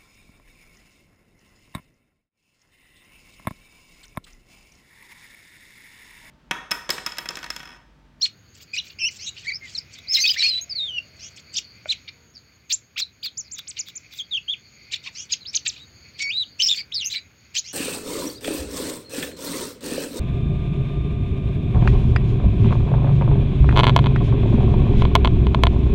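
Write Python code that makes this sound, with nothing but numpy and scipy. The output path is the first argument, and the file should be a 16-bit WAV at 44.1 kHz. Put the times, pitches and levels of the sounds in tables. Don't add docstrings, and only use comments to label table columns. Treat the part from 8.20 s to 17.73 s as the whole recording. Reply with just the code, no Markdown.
import sys
import numpy as np
from scipy import signal
from scipy.fft import rfft, irfft, next_fast_len
from scipy.io import wavfile
from scipy.ndimage import uniform_filter1d

SR = 44100
rng = np.random.default_rng(int(sys.argv[2]) if len(sys.argv) > 2 else 0)


def int16_out(signal):
    q = np.round(np.clip(np.atleast_2d(signal).T, -1, 1) * 32767)
    wavfile.write(sys.argv[1], SR, q.astype(np.int16))


N = 420273
T = np.arange(N) / SR
TOP_HZ = 15850

# (frequency [Hz], relative gain [dB])
AIR_SPECTRUM = [(30, -44.5), (60, 1), (95, 2.5), (300, -10), (950, -22), (1500, -15.5), (3600, -22.5),
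                (5200, -29.5), (6000, -33.5), (8000, -45.5), (16000, -35)]
# (time [s], swell [dB])
TRAFFIC_SWELL = [(0, 2), (1.5, 4), (5.5, 0.5), (7.5, 3), (9.53, 1)]
# (from [s], to [s], centre [Hz], width [Hz], level [dB])
PASSING_DRONE = (1.75, 3.1, 624, 159, -65)
AIR_DB = -58
WHINE_HZ, WHINE_PEAK_DB = 14000, -79.5

# (time [s], low band level [dB], middle band level [dB])
CHORUS_LEVELS = [(0, -99, -70), (.5, -65, -57), (1.7, -61, -64), (2.597, -56, -55.5), (3.5, -62.5, -60),
                 (4.0, -67.5, -67.5), (5.3, -65, -67.5), (6.5, -57.5, -54.5), (7.7, -64.5, -60.5),
                 (9.199, -62, -67.5)]
# (centre [Hz], width [Hz])
INSECT_BANDS = [(2300, 557), (4500, 530), (6600, 480)]
HIGH_CHORUS_DB = -66.5
BLUR_DB = -7

# (start [s], length [s], pitch [Hz], fundamental peak level [dB])
FOWL_CALL = (3.90, .22, 472, -66)

YARD_T60_S, YARD_DB, YARD_GAP_S = 0.16, -17.5, 0.0029

# (frequency [Hz], relative level [dB], decay by 60 dB [s])
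KNOCK_MODES = [(623, 1.7, 0.063), (1466, 0.5, 0.022), (2310, 6.7, 0.012)]
KNOCK_S, KNOCK_DB = 3.657, -31.5

# (time [s], impulse level before the filters [dB])
BEAK_SNAPS = [(1.788, -24), (4.802, -10), (5.0613, -16), (5.367, -32), (5.3921, -13.5), (5.686, -19.5),
              (5.938, -25), (8.519, -37)]
SNAP_BODY_DB = 6
BUZZ_DB, BUZZ_S = -20, 0.048

# (start [s], length [s], level [dB], 5-8 kHz band against 2-4 kHz band [dB])
RASP_NOTES = [(0.029, 0.037, -31.5, 3), (0.354, 0.031, -48, 4), (0.406, 0.033, -48.5, 2),
              (0.545, 0.041, -36.5, -4), (0.635, 0.082, -48, -5), (0.91, 0.055, -47.5, -1),
              (1.172, 0.11, -45, -2.5), (1.455, 0.056, -39.5, -7), (1.544, 0.046, -41, -4),
              (1.725, 0.059, -45.5, 1.5), (1.95, 0.11, -32, -1.5), (2.083, 0.072, -36.5, -7),
              (2.201, 0.068, -25.5, -13), (2.258, 0.12, -34.5, -22), (3.168, 0.032, -47, -2),
              (3.347, 0.047, -35.5, 4.5), (3.69, 0.038, -36, -1), (3.88, 0.015, -37.5, -28),
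              (4.504, 0.021, -24, -4), (4.782, 0.025, -29.5, -6.5), (5.04, 0.027, -37, -4.5),
              (5.384, 0.009, -36.5, 4), (5.572, 0.021, -34.5, -18), (5.667, 0.034, -44.5, -4),
              (5.933, 0.065, -42.5, -6.5), (6.724, 0.033, -27.5, -2.5), (6.845, 0.039, -35.5, -10.5),
              (7.108, 0.04, -33, -9.5), (7.339, 0.031, -31.5, -1.5), (7.456, 0.017, -27.5, -9),
              (7.5, 0.085, -44.5, -7.5), (7.992, 0.032, -30, -6), (8.405, 0.055, -35.5, -5),
              (8.49, 0.1, -34, -6), (8.907, 0.045, -32, -6), (9.352, 0.032, -30.5, -1)]
# (from [s], to [s], top hiss against the rasp [dB])
HISSY_PHRASES = [(.3, 1, -15), (1.75, 2.15, -10.5), (2.24, 3.4, -26), (4.4, 4.9, -18.5), (5, 5.5, -12),
                 (5.6, 6, -7), (8.3, 9.5, -19)]
TOP_HISS_DB = -33
SHARD_S = 0.012
BREATH = 0.5

# (start [s], length [s], level [dB])
SCRATCH_NOTES = [(0.989, 0.11, -47.5), (2.993, 0.1, -50), (6.948, 0.099, -45.5), (9.441, 0.095, -48)]
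# (share of length [0-1], pitch [Hz])
SCRATCH_PATHS = [
    [(0, 2560), (.45, 3230), (1, 3400)],
    [(0, 1960), (.55, 2810), (1, 3050)],
]
# (rate [Hz], depth [share])
SCRATCH_BEAT = (400, 0.6)
SCRATCH_SECOND_DB, SCRATCH_ROUGH, SCRATCH_AIR_DB, SCRATCH_FADE_DB = 4, 0.85, -7.5, -9.5

# (start [s], rise [s], fall [s], start [Hz], turn [Hz], end [Hz], level at turn [dB], second harmonic [dB])
CHIRP_NOTES = [(0.012, 0.011, 0.0075, 4580, 5830, 5080, -25, -56),
               (0.533, 0.0083, 0.015, 2365, 2540, 2210, -28, -11.5),
               (0.564, 0.024, 0.0034, 2020, 2930, 2400, -26.5, -9.5),
               (0.584, 0.0075, 0.014, 3330, 4116, 2940, -26, -31),
               (1.068, .022, .01, 6100, 6740, 7400, -37.5, -40),
               (1.06, 0.021, 0.02, 4060, 3763, 4100, -30.5, -6),
               (1.328, 0.028, 0.018, 4300, 5195, 5470, -31, -44),
               (1.41, 0.023, 0.052, 2154, 2113, 1905, -44.5, -28),
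               (1.548, 0.0062, 0.016, 4550, 4190, 3670, -28.5, -29),
               (1.577, 0.0069, 0.0087, 5570, 5230, 4200, -24, -48),
               (1.925, 0.011, 0.016, 6500, 6570, 5300, -26.5, -40),
               (1.943, 0.0028, 0.033, 5130, 5080, 5420, -19.5, -12),
               (1.97, 0.027, 0.0088, 2120, 2110, 2070, -29, -6.5),
               (1.969, 0.0031, 0.055, 3695, 3800, 4520, -22, -36),
               (1.998, 0.017, 0.029, 4980, 6270, 6260, -23, -1),
               (2.002, 0.051, 0.022, 5200, 4486, 4520, -21, -35),
               (2.039, 0.0071, 0.021, 2637, 2530, 2525, -18.5, -20),
               (2.054, 0.02, 0.013, 2900, 3750, 3750, -19, -25),
               (2.076, 0.0044, 0.02, 5700, 5050, 3440, -19, -28),
               (2.092, 0.0012, 0.015, 2860, 2980, 3220, -17.5, -19.5),
               (2.101, 0.0021, 0.022, 5200, 5030, 4790, -18.5, -23),
               (2.16, 0.028, 0.016, 1580, 2360, 2320, -27.5, -11.5),
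               (2.173, .009, 0.061, 4600, 5630, 4560, -31, -47),
               (2.185, 0.03, 0.014, 4310, 3900, 4130, -20, -16.5),
               (2.228, 0.026, 0.022, 2350, 2440, 2924, -22.5, -9),
               (2.279, 0.018, 0.0056, 5030, 4890, 4980, -23.5, -11),
               (2.411, 0.0033, 0.033, 6100, 6510, 6780, -32, -7),
               (3.335, 0.021, 0.0023, 4500, 5050, 5100, -34.5, -49),
               (3.355, 0.017, 0.016, 2470, 5780, 3150, -24, -37),
               (3.366, 0.012, 0.014, 2814, 3706, 2260, -25.5, -2),
               (3.689, 0.018, 0.026, 3480, 4180, 2134, -20, -18),
               (4.14, 0.03, 0.024, 5700, 4600, 4260, -48.5, -47),
               (5.243, 0.024, 0.024, 5600, 4750, 4000, -49.5, -53),
               (4.514, .036, 0.0028, 2128, 7410, 7470, -23.5, -31),
               (5.172, 0.014, 0.032, 4540, 7110, 5120, -29.5, -28),
               (5.312, 0.017, 0.035, 4400, 7470, 5560, -33.5, -34),
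               (5.471, 0.022, 0.026, 2180, 8190, 2200, -34.5, -46),
               (5.59, 0.006, 0.02, 5480, 7170, 4480, -24.5, -25),
               (5.754, 0.015, 0.014, 5800, 7380, 5020, -31.5, -25),
               (5.984, 0.024, 0.017, 4020, 3193, 3400, -28, -19.5),
               (1.069, .024, .008, 2144, 2850, 3050, -42.5, -29),
               (6.855, .02, 0.0216, 864, 1107, 864, -53, 2),
               (6.735, 0.0033, 0.013, 4010, 4105, 2330, -26, -16),
               (7.118, 0.015, 0.014, 6780, 6700, 4430, -24.5, -45),
               (7.122, 0.0037, 0.017, 4846, 5090, 2110, -19.5, -43),
               (7.207, 0.012, 0.021, 4230, 4190, 3670, -42, -35),
               (7.252, 0.034, 0.022, 2800, 5240, 5770, -32.5, -35),
               (7.346, 0.012, 0.019, 2554, 7040, 2660, -19, -45),
               (7.469, 0.0092, 0.027, 2110, 7530, 3030, -25, -41),
               (7.583, .045, 0.022, 3360, 3860, 3800, -46, -17),
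               (8.018, 0.0026, 0.037, 5420, 5520, 5500, -33.5, -68),
               (8.394, 0.018, 0.02, 2550, 3104, 3070, -21, -12.5),
               (8.479, .022, 0.04, 2900, 3607, 3537, -17.5, -12),
               (8.555, 0.042, 0.026, 4310, 4690, 4500, -30.5, -29),
               (8.56, 0.05, 0.0066, 2190, 2300, 2340, -39.5, -29),
               (8.717, 0.011, 0.039, 2020, 3810, 3670, -34.5, -23),
               (8.842, 0.02, 0.031, 4500, 6310, 6660, -26.5, -3),
               (8.899, 0.0065, 0.015, 2690, 4060, 3100, -36, -21),
               (8.936, 0.02, 0.045, 2350, 2214, 2390, -37.5, -9),
               (8.914, 0.011, 0.016, 3600, 4140, 3820, -27, -25),
               (8.953, .008, 0.026, 4150, 4016, 3970, -27.5, -13.5),
               (9.357, 0.016, 0.031, 2264, 3140, 6250, -26, -5.5),
               (9.372, 0.018, 0.011, 2950, 6910, 6080, -23.5, -27)]
BEND = 1.6
EFFORT_BEND = 2.62
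SWELL_DB, FADE_DB, EFFORT_S = -12, -10, 0.0074
# (second harmonic [dB], [(time [s], pitch [Hz], level [dB]), ..])
FREE_WHISTLES = [(-27.5, [(0.016, 2907, -34), (.024, 4070, -25), (0.033, 4267, -15), (0.053, 4270, -20),
                 (0.065, 1983, -35.5)]), (-6.5, [(0.788, 2386, -39), (0.803, 2890, -37),
                 (0.83, 2625, -25.5), (0.85, 2658, -20.5), (0.881, 3080, -27.5), (0.893, 2040, -33.5)]),
                 (-12.5, [(1.248, 1990, -39), (1.26, 1802, -43.5), (1.277, 2248, -28), (1.296, 2304, -24),
                 (1.31, 1894, -37.5), (1.326, 2360, -24)]), (-35.5, [(1.872, 3900, -44),
                 (1.895, 5100, -25.5), (1.925, 5235, -21.5), (1.939, 5550, -20), (1.943, 4314, -19.5),
                 (1.957, 4130, -13.5), (1.967, 3166, -25), (1.975, 2050, -30.5)]),
                 (-23.5, [(2.224, 4458, -18), (2.3, 4244, -22.5), (2.33, 3945, -24.5), (2.397, 4020, -27)]),
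                 (-28.5, [(2.496, 5280, -34.5), (2.528, 4540, -26), (2.546, 4630, -55), (2.556, 4530, -29),
                 (2.6, 3797, -24.5), (2.67, 3550, -32.5), (2.69, 3205, -30), (2.722, 2956, -36),
                 (2.773, 2908, -29.5), (2.786, 2738, -20), (2.805, 2930, -48)]), (-27, [(4.508, 3400, -24),
                 (4.52, 4280, -24.5), (4.529, 6760, -19), (4.535, 7540, -24), (4.543, 6690, -13)]),
                 (9, [(4.762, 1138, -47.5), (4.776, 1745, -44.5), (4.786, 3510, -57)]),
                 (-25, [(4.776, 1742, -27), (4.789, 5200, -34.5), (4.799, 6030, -29.5), (4.815, 4410, -31),
                 (4.825, 4120, -20), (4.838, 3820, -29)]), (-30, [(5.028, 2505, -39), (5.036, 4560, -31),
                 (5.044, 5000, -30), (5.056, 4330, -28), (5.068, 4280, -28.5), (5.088, 3020, -40.5)]),
                 (-30, [(6.112, 3800, -33), (6.128, 3594, -25), (6.152, 3065, -22.5), (6.163, 3420, -26),
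                 (6.18, 2620, -24.5), (6.197, 2680, -53)]), (-34, [(6.277, 2610, -45), (6.285, 3200, -27),
                 (6.298, 3233, -20), (6.319, 3590, -27), (6.335, 3360, -25), (6.349, 2150, -39)]),
                 (-11, [(8.002, 2167, -27.5), (8.016, 2260, -29), (8.09, 2239, -29), (8.104, 2455, -24)]),
                 (-26, [(8.104, 2430, -22.5), (8.128, 3590, -32), (8.182, 3993, -21.5),
                 (8.223, 3812, -23.5), (8.242, 2860, -38)]), (-28, [(8.42, 3500, -24.5), (8.426, 5330, -19),
                 (8.46, 5340, -22.5), (8.47, 5860, -19), (8.478, 4890, -18.5), (8.494, 5700, -28.5)]),
                 (-15, [(8.742, 5350, -28.5), (8.752, 5040, -22.5), (8.795, 3960, -30.5),
                 (8.825, 2856, -30.5), (8.889, 2684, -47.5)])]
# (from [s], to [s], roughness [0-1.5])
HARSH_PHRASES = [(1.88, 2.223, 0.74), (1.32, 1.45, 0.9), (4.1, 4.2, 1.4), (5.24, 5.3, 1.4),
                 (8.7, 7.3, 0.98), (6.7, 7.5, 0.92), (8.39, 9.1, 1.07)]
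CLEAR_ROUGH = 0.46
WAVER = 0.018
# (from [s], to [s], flutter [Hz], depth [share])
TRILL_FLUTTER = (0.772, 0.828, 290, 1.2)
# (frequency [Hz], gain [dB])
HEAD_RESPONSE = [(6500, 4.5), (8000, -14), (10500, -26), (13000, -18.5), (16000, -5)]
OVERTONE_STEP_DB = -13.5
COUPLING = 0.1
OVERDRIVE = 9.7


def undb(db):
    return 10 ** (np.asarray(db) / 20)


def unit(x):
    return x / np.sqrt(np.mean(x ** 2))


def noise():
    return rng.standard_normal(N)


def on_log(hz, table):
    f, db = np.transpose(table)
    return np.interp(np.log(np.maximum(hz, 1)), np.log(f), db)


def bandpass(x, lo_hz, hi_hz):
    return signal.sosfilt(signal.butter(5, [lo_hz, hi_hz], "bandpass", fs=SR, output="sos"), x)


def band(x, lo_hz, hi_hz):
    return unit(bandpass(x, lo_hz, hi_hz))


def walk(rate):
    k = int(SR / rate)
    steps = np.repeat(rng.standard_normal(N // k + 1), k)
    return unit(uniform_filter1d(uniform_filter1d(steps, k), k)[:N])


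def span(start, length):
    return slice(max(int(start * SR), 0), min(int((start + length) * SR), N))


def hump(t, middle, half):
    return np.exp(-((t - middle) / half) ** 4)


def rumble(swell_db=1.1):
    size = next_fast_len(N)
    gain = undb(on_log(np.arange(size // 2 + 1) * SR / size, AIR_SPECTRUM))
    shaped = unit(irfft(rfft(rng.standard_normal(size)) * gain, size)[:N])
    swell = np.interp(T, *np.transpose(TRAFFIC_SWELL)) + swell_db * walk(2.51)
    return shaped * undb(AIR_DB + swell)


def drone():
    start, end, hz, width, db = PASSING_DRONE
    return undb(db) * band(noise(), hz - width / 2, hz + width / 2) * hump(T, (start + end) / 2, (end - start) / 2)


def whine():
    return undb(WHINE_PEAK_DB) * np.sin(2 * np.pi * WHINE_HZ * T)


def insects(flicker_db=3.0, wander_db=4.0):
    s, *lower = np.transpose(CHORUS_LEVELS)
    levels = [np.interp(T, s, db) + wander_db * walk(5.0) for db in lower] + [HIGH_CHORUS_DB]
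    out = undb(levels[0] + BLUR_DB) * band(noise(), 2600, 6000)
    for (hz, width), db in zip(INSECT_BANDS, levels):
        out += undb(db + flicker_db * walk(40)) * band(noise(), hz - width / 2, hz + width / 2)
    return out


def crow():
    start, length, hz, db = FOWL_CALL
    call = sum(np.sin(2 * np.pi * k * hz * T) / k for k in range(1, 4))
    return undb(db) * hump(T, start + length / 2, length / 2) * call


def yard(x):
    t = T[:SR // 2]
    tail = rng.standard_normal(len(t)) * np.exp(-np.log(1000) * t / YARD_T60_S) * (t > YARD_GAP_S)
    tail = signal.sosfilt(signal.butter(2, 5500, fs=SR, output="sos"), tail)
    return x + undb(YARD_DB) * signal.fftconvolve(x, tail / np.sqrt(np.sum(tail ** 2)))[:N]


def knock(contact_s=0.00082):
    t = np.maximum(T - KNOCK_S, 0)
    ring = sum(undb(db) * np.sin(2 * np.pi * hz * t) * np.exp(-np.log(1000) * t / t60)
               for hz, db, t60 in KNOCK_MODES)
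    return undb(KNOCK_DB) * ring * np.sin(np.pi / 2 * np.minimum(t / contact_s, 1)) ** 2


def snaps():
    kick = np.zeros(N)
    for s, db in BEAK_SNAPS:
        kick[int(s * SR)] = undb(db)
    swell = signal.fftconvolve(kick, np.hanning(int(BUZZ_S * SR)), "same")
    buzz = swell * band(noise(), 3360, 3900)
    bright, body = bandpass(kick, 12500, 16000), bandpass(kick, 1200, 6800)
    return bright + undb(SNAP_BODY_DB) * body + undb(BUZZ_DB) * buzz


def shards(lo_hz, hi_hz, count, glide=0.2, scatter_db=6):
    draw = rng.random((int(count * N / SR), 4))
    u = np.linspace(0, 1, int(SHARD_S * SR))
    hz = lo_hz * (hi_hz / lo_hz) ** draw[:, 1:2] * (1 + glide * (2 * draw[:, 2:3] - 1) * (u - .5))
    bits = np.sin(2 * np.pi * np.cumsum(hz, axis=1) / SR) * np.sin(np.pi * u) ** 2
    bits *= undb(-scatter_db * draw[:, 3:])
    where = (draw[:, :1] * N).astype(int) + np.arange(len(u))
    return unit(np.bincount(where.ravel(), bits.ravel(), N + len(u))[:N])


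def rasps(clicks_per_s=250, tear_db=4.5, spread=0.7, chest=0.019):
    slaps = unit((rng.random(N) < clicks_per_s / SR) * noise())
    hiss = noise()
    rough_air = hiss + slaps
    low = shards(2267, 4704, count=700) + BREATH * band(rough_air, 1810, 5300)
    low = unit(low + chest * band(rough_air, 890, 1690))
    high = unit(shards(4500, 7600, count=700) + BREATH * band(rough_air, 4600, 8200))
    top = band(hiss, 13300, .45 * SR)
    low, high, top = (unit(x * undb(tear_db * walk(80))) for x in (low, high, top))
    breathy = [(s, length, db + SCRATCH_AIR_DB, 3.5) for s, length, db in SCRATCH_NOTES]
    out = np.zeros(N)
    for start, length, level_db, tilt_db in list(RASP_NOTES) + breathy:
        top_db = max([TOP_HISS_DB] + [db for a, b, db in HISSY_PHRASES if a < start < b])
        at = span(start - length, 3 * length)
        swell = hump(T[at], start + length / 2, spread * length)
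        low_gain, high_gain = undb([-tilt_db / 2, tilt_db / 2])
        mix = (low_gain * low[at] + high_gain * high[at]) / np.hypot(low_gain, high_gain)
        out[at] += undb(level_db) * swell * (mix + undb(top_db) * top[at])
    return out


def chirp(start, rise, fall, start_hz, turn_hz, end_hz, level_db):
    u = np.linspace(-1, 1, num=17)
    side = np.where(u < 0, rise, fall)
    hz = turn_hz + (np.where(u < 0, start_hz, end_hz) - turn_hz) * np.abs(u) ** BEND
    drop_db = np.where(u < 0, SWELL_DB, FADE_DB) * (1 - np.exp(-side / EFFORT_S))
    return np.transpose([start + rise + u * side, hz, level_db + drop_db * np.abs(u) ** EFFORT_BEND])


def songs():
    notes = [(row[-1], chirp(*row[:-1])) for row in CHIRP_NOTES] + list(FREE_WHISTLES)
    out = []
    for second_db, rows in notes:
        rough = max([CLEAR_ROUGH] + [r for a, b, r in HARSH_PHRASES if a < rows[0][0] < b])
        out.append((second_db, rough, rows))
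    for s, length, db in SCRATCH_NOTES:
        for path in SCRATCH_PATHS:
            rows = [(s + share * length, hz, db + SCRATCH_FADE_DB * abs(2 * share - 1)) for share, hz in path]
            out.append((SCRATCH_SECOND_DB, SCRATCH_ROUGH, rows))
    return out


def trill():
    gain = np.ones(N)
    beats = [(s, s + length, *SCRATCH_BEAT) for s, length, _ in SCRATCH_NOTES]
    for start, end, rate_hz, depth in [TRILL_FLUTTER] + beats:
        gain += depth * np.sin(2 * np.pi * rate_hz * T) * hump(T, (start + end) / 2, (end - start) / 2)
    return gain


def couple(x):
    size = next_fast_len(N)
    hz = np.arange(size // 2 + 1) * SR / size
    mixed = COUPLING * rfft(x ** 2, size) * (hz > 1500) + OVERDRIVE * rfft(x ** 3, size) * (hz > 8000)
    return x + irfft(mixed * undb(on_log(hz, HEAD_RESPONSE)), size)[:N]


def whistles(edge_s=0.0029, glide_s=0.0044, wobble=0.0047, rough_db=4.0, fuzz=0.32):
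    out, drift, sway, flutter = np.zeros(N), walk(500), walk(70), walk(600)
    breath = walk(1300)
    trill_gain = trill()
    for second_db, rough, rows in songs():
        s, pitch, level_db = np.transpose(rows)
        rough = np.clip(rough, 0, 2)
        at = span(s[0] - edge_s, s[-1] - s[0] + 2 * edge_s)
        t = T[at]
        own = rng.integers(N - len(t)) + np.arange(len(t))
        hz = uniform_filter1d(np.interp(t, s, pitch), int(glide_s * SR), mode="nearest")
        hz = hz * (1 + WAVER * rough * drift[own] + wobble * sway[own])
        phase = 2 * np.pi * np.cumsum(hz) / SR
        tone = np.sin(phase)
        for k in range(2, 7):
            harmonic_db = second_db + (k - 2) * OVERTONE_STEP_DB + on_log(k * hz, HEAD_RESPONSE)
            tone += (k * hz < TOP_HZ) * undb(harmonic_db) * np.sin(k * phase)
        edge = np.clip(np.minimum(t - t[0], t[-1] - t) / (2 * edge_s), 0, 1)
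        blur = 1 + fuzz * rough ** 2 * breath[own]
        level = undb(np.interp(t, s, level_db) + rough_db * rough * np.minimum(flutter[own], 1))
        out[at] += np.sqrt(2) * tone * edge * trill_gain[at] * blur * level
    return couple(out)


def scene():
    background = rumble() + drone() + whine() + insects() + crow()
    return (background + yard(knock() + snaps() + rasps() + whistles()))[None]


def record(dry):
    rounded = np.tanh(1.2 * dry) / 1.2
    return signal.sosfilt(signal.ellip(10, .2, 60, TOP_HZ, fs=SR, output="sos"), rounded)


dry = scene()
out = record(dry)
int16_out(out)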